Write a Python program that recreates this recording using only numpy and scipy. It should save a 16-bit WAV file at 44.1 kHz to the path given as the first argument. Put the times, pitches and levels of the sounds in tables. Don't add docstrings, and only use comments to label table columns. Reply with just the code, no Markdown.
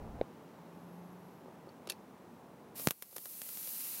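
import sys
import numpy as np
from scipy import signal
from scipy.fft import rfft, irfft
from scipy.io import wavfile
from scipy.ndimage import uniform_filter1d

SR = 44100
rng = np.random.default_rng(int(sys.argv[2]) if len(sys.argv) > 2 else 0)


def generate_wav(sig):
    pcm = np.round(np.clip(np.atleast_2d(sig).T, -1, 1) * 32767).astype(np.int16)
    wavfile.write(sys.argv[1], SR, pcm)


N = 176400
TIME = np.arange(N) / SR

# frequency_hz, relative_density_db
ROOM_SPECTRUM = [(15, -73), (25, -45), (32, -47), (69, -17), (176, 0), (221, 0), (728, -9), (874, -7),
                 (1480, -18.5), (2340, -25), (3790, -31), (4060, -30.5), (4560, -34), (6000, -34),
                 (7800, -43), (13200, -120)]
RUMBLE_SPECTRUM = [(20, -1.5), (35, -7), (55, 2), (75, -2), (110, -2), (250, -14.5), (800, -15.5),
                   (1500, -34.5), (4000, -61)]
MIC_SPECTRUM = [(1500, -19), (5000, -6), (8000, -1), (16000, -0.5)]
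GRIT_SPECTRUM = [(200, -17), (600, -11), (1500, 0.5), (4500, 3.5), (8000, -6.5), (11000, 0.5), (12200, -7),
                 (16000, -7)]
JET_SPECTRUM = [(1000, -33), (4000, -12.5), (8000, -8), (9300, -3.5), (11000, 0.5), (12600, 3), (14200, 1),
                (16000, -3)]
SIZZLE_SPECTRUM = [(120, -10), (400, -15), (900, -2.5), (1800, -0.5), (2800, 3), (3250, -3), (4200, 2.5),
                   (7000, 1.5), (10000, 4), (16000, -0.5)]
SPUTTER_SPECTRUM = [(100, -18), (350, 2), (900, 5.5), (2000, 1), (4500, 0.5), (8000, -1.5), (12000, 9.5),
                    (16000, 1)]
# frequency_hz, gain_db, t60_s
KNOCK_RESONANCES = [(497, 2, 0.014), (730, -4, 0.0083), (1480, -24.5, 0.0073), (2220, -21, 0.0089),
                    (3870, -19.5, 0.0065)]
CLAMP_RESONANCES = [(2670, -5, 0.049), (2930, -13, 0.036), (3680, -6, .03), (4460, 2, 0.027),
                    (4730, -6, 0.028), (5400, -4, 0.035), (6400, -1, .02), (9300, -4, .018),
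                    (11300, 4, .015)]
BOARD_RESONANCES = [(370, -6.5, 0.069), (547, 1.5, 0.026), (790, -4, 0.019), (1210, -10, 0.035)]
# time_s, pitch_hz, level_db
HUM_CONTOUR = [(.25, 168, -65), (.6, 170.2, -75), (.72, 171.2, -57), (1.0, 176, -52), (1.2, 180, -58),
               (1.5, 181, -69)]
# start_s, grit_db, treble_offset_db, ring_db, thud_db
WIRE_SLIPS = [(1.458, -73, -19, -85, -45.5), (1.482, -79, -15, -85, -46.5), (1.671, -75, -15, -85, -45.5),
              (1.689, -73, -21, -58, -50), (1.857, -61, -25, -77, -60), (1.873, -42, -3, -58, -41),
              (1.89, -43, -23, -56, -53), (1.895, -49, 1, -54, -68), (1.8987, -33, 6.5, -37, -55),
              (1.904, -43, -22, -44, -48), (1.92, -40.5, -5.5, -60, -60)]
# time_s, jet_db, sizzle_db
SMOKE_LEVELS = [(2.745, -73, -91), (2.757, -54, -53.5), (2.78, -44.5, -51.5), (2.8, -44.5, -48),
                (2.86, -41, -61), (2.97, -46, -54.5), (3.09, -46, -55), (3.23, -38.5, -54),
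                (3.45, -38.5, -48.5), (3.7, -36, -47), (3.89, -36, -45), (4.0, -40, -45.5)]
# start_s, crack_db, sputter_db, puff_db, thud_db
BURSTS = [(2.797, -28, -44, -39.5, -47), (2.8726, 2, -17, 1, -42), (2.8859, -3, -25, -21, -55),
          (2.9083, 7.5, -12, -19, -51), (3.0233, -23, -23, -35, -56), (3.127, -40, -43.5, -54, -43),
          (3.1628, -33, -30.5, -44, -33.5), (3.1652, -36, -31, -33.5, -50),
          (3.1823, -12.5, -34.5, -35, -50), (3.2567, -17, -31, -38, -46), (3.418, -11.5, -35, -35, -56),
          (3.4658, -25, -47, -50, -59), (3.4899, -19.5, -34.5, -40, -55), (3.5736, -16, -46.5, -55, -66),
          (3.6745, -18.5, -39.5, -53, -51)]

HUM_END_S, HUM_FADE_S = 1.53, 0.22
SLIP_T60_S, MIC_LOW_CUT_HZ = 0.013, 144
TIME_CONSTANTS_PER_T60 = np.log(1000)


def from_db(db):
    return 10 ** (np.asarray(db) / 20)


def unit_rms(x):
    return x / np.sqrt(np.mean(x ** 2) + 1e-20)


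def contours(rows):
    times, *columns = np.transpose(rows)
    return [np.interp(TIME, times, column) for column in columns]


def coloured(x, spectrum):
    hz, db = np.transpose(spectrum)
    bins_hz = np.maximum(np.arange(N // 2 + 1) * SR / N, 1)
    gain = from_db(np.interp(np.log(bins_hz), np.log(hz), db))
    return unit_rms(irfft(rfft(x) * gain, N))


def noise(spectrum):
    return coloured(rng.standard_normal(N), spectrum)


def butterworth(x, hz, kind, order=2):
    return signal.sosfilt(signal.butter(order, hz, kind, fs=SR, output="sos"), x + 1e-18)


def drift(rate_hz):
    return unit_rms(butterworth(rng.standard_normal(N + SR), rate_hz, "low")[SR:])


def impulses(start_s, db):
    out = np.zeros(N)
    np.add.at(out, np.round(np.asarray(start_s) * SR).astype(int), from_db(db))
    return out


def decay(x, t60_s):
    return signal.lfilter([1], [1, -from_db(-60 / (t60_s * SR))], x + 1e-18)


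def resonator(x, hz, t60_s):
    radius, angle = from_db(-60 / (t60_s * SR)), 2 * np.pi * hz / SR
    return signal.lfilter([0, np.sin(angle)], [1, -2 * radius * np.cos(angle), radius ** 2], x + 1e-18)


def modal_response(force, modes):
    return sum((-1) ** k * from_db(db) * resonator(force, hz, t60_s)
               for k, (hz, db, t60_s) in enumerate(modes))


def workshop(start_db=-53.5, fall_db_per_s=0.8):
    air = butterworth(noise(ROOM_SPECTRUM), ROOM_SPECTRUM[-1][0], "low")
    return air * from_db(start_db - fall_db_per_s * TIME)


def rumble(level_db=-48, end_s=0.247, fade_s=0.021):
    return noise(RUMBLE_SPECTRUM) * from_db(level_db) * np.clip((end_s - TIME) / fade_s, 0, 1)


def microphone_hiss(level_db=-73.5):
    return from_db(level_db) * noise(MIC_SPECTRUM)


def knock(start_s=0.2128, force_db=-16, contact_hz=3530):
    blow = butterworth(impulses([start_s], [force_db]), contact_hz, "low")
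    return modal_response(blow, KNOCK_RESONANCES)


def hum(waver_db=1.2):
    pitch_hz, level_db = contours(HUM_CONTOUR)
    tone = unit_rms(np.sin(2 * np.pi * np.cumsum(pitch_hz) / SR))
    fall = np.clip((HUM_END_S - TIME) / HUM_FADE_S, 0, 1)
    return fall * tone * from_db(level_db + waver_db * drift(rate_hz=10))


def whine(start_s=0.6, pitch_hz=11360, bandwidth_hz=110, level_db=-78.5):
    rise, fall = np.clip(np.array([TIME - start_s, HUM_END_S - TIME]) / HUM_FADE_S, 0, 1)
    t60_s = TIME_CONSTANTS_PER_T60 / (np.pi * bandwidth_hz)
    band = unit_rms(resonator(rng.standard_normal(N), pitch_hz, t60_s))
    return rise * fall * from_db(level_db) * band


def slip_envelope(start_s, db, swell_s=0.0012, tail_db=-21, tail_t60_s=0.083):
    starts = impulses(start_s, db)
    level = decay(starts, SLIP_T60_S) + from_db(tail_db) * decay(starts, tail_t60_s)
    return uniform_filter1d(level, int(2 * swell_s * SR))


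def wire_ticks(crossover_hz=7050):
    start_s, grit_db, treble_db, ring_db, thud_db = np.transpose(WIRE_SLIPS)
    grit = noise(GRIT_SPECTRUM)
    ticks = butterworth(grit, crossover_hz, "low") * slip_envelope(start_s, grit_db)
    ticks -= butterworth(grit, crossover_hz, "high") * slip_envelope(start_s, grit_db + treble_db)
    buildup = np.sqrt(SLIP_T60_S * SR / TIME_CONSTANTS_PER_T60)
    for hz, mode_db, t60_s in CLAMP_RESONANCES:
        drive_db = ring_db + mode_db + treble_db * (hz > crossover_hz)
        scrape = rng.standard_normal(N) * slip_envelope(start_s, drive_db)
        ticks += resonator(scrape, hz, t60_s) / buildup
    return ticks + board_thuds(start_s, thud_db)


def board_thuds(start_s, db):
    return modal_response(impulses(start_s, db), BOARD_RESONANCES)


def smoke(pops_per_s=200, pop_spread_db=5, fizz_db=-8, jet_flutter_db=0.3, sizzle_flutter_db=0.4):
    jet_db, sizzle_db = contours(SMOKE_LEVELS)
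    jet = noise(JET_SPECTRUM) * from_db(jet_db + jet_flutter_db * drift(rate_hz=25))
    pop_sizes = from_db(pop_spread_db * np.minimum(rng.exponential(1, N), 4)) * rng.choice([-1, 1], N)
    pops = pop_sizes * (rng.random(N) < pops_per_s / SR)
    sizzle = noise(SIZZLE_SPECTRUM) + from_db(fizz_db) * coloured(pops, SIZZLE_SPECTRUM)
    sizzle *= from_db(sizzle_db + sizzle_flutter_db * drift(rate_hz=39))
    escaping = TIME > SMOKE_LEVELS[0][0]
    return butterworth((jet + sizzle) * escaping, MIC_LOW_CUT_HZ, "high")


def insulation_snaps(zing_db=-18.5, echo_db=-8.5, puff_time_constant_s=0.022):
    start_s, crack_db, sputter_db, puff_db, thud_db = np.transpose(BURSTS)
    spikes, spurts = impulses(start_s, crack_db), impulses(start_s, sputter_db)
    zing = resonator(spikes, hz=13200, t60_s=0.0014)
    crack = spikes + from_db(zing_db) * np.roll(zing, -1)
    echo = from_db(echo_db) * decay(spurts, t60_s=0.057)
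    sputter = noise(SPUTTER_SPECTRUM) * (decay(spurts, t60_s=0.012) + echo)
    puff = decay(impulses(start_s, puff_db), puff_time_constant_s * TIME_CONSTANTS_PER_T60)
    pressure = crack + np.roll(sputter - puff, 2) + board_thuds(start_s, thud_db)
    return butterworth(pressure, MIC_LOW_CUT_HZ, "high", order=4)


def scene():
    background = workshop() + rumble() + microphone_hiss()
    mono = background + knock() + hum() + whine() + wire_ticks() + insulation_snaps() + smoke()
    return np.array([mono, mono])


def record(dry, ceiling_db=-9, recovery_s=1.36, cutoff_hz=15750):
    peak = np.abs(dry).max(axis=0) + 1e-9
    needed_reduction = np.maximum(1 - from_db(ceiling_db) / peak, 1e-9)
    release = TIME / recovery_s
    reduction = np.exp(np.maximum.accumulate(np.log(needed_reduction) + release) - release)
    low_pass = signal.ellip(10, 0.1, 70, cutoff_hz, fs=SR, output="sos")
    return signal.sosfilt(low_pass, dry * (1 - reduction))


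dry = scene()
out = record(dry)
generate_wav(out)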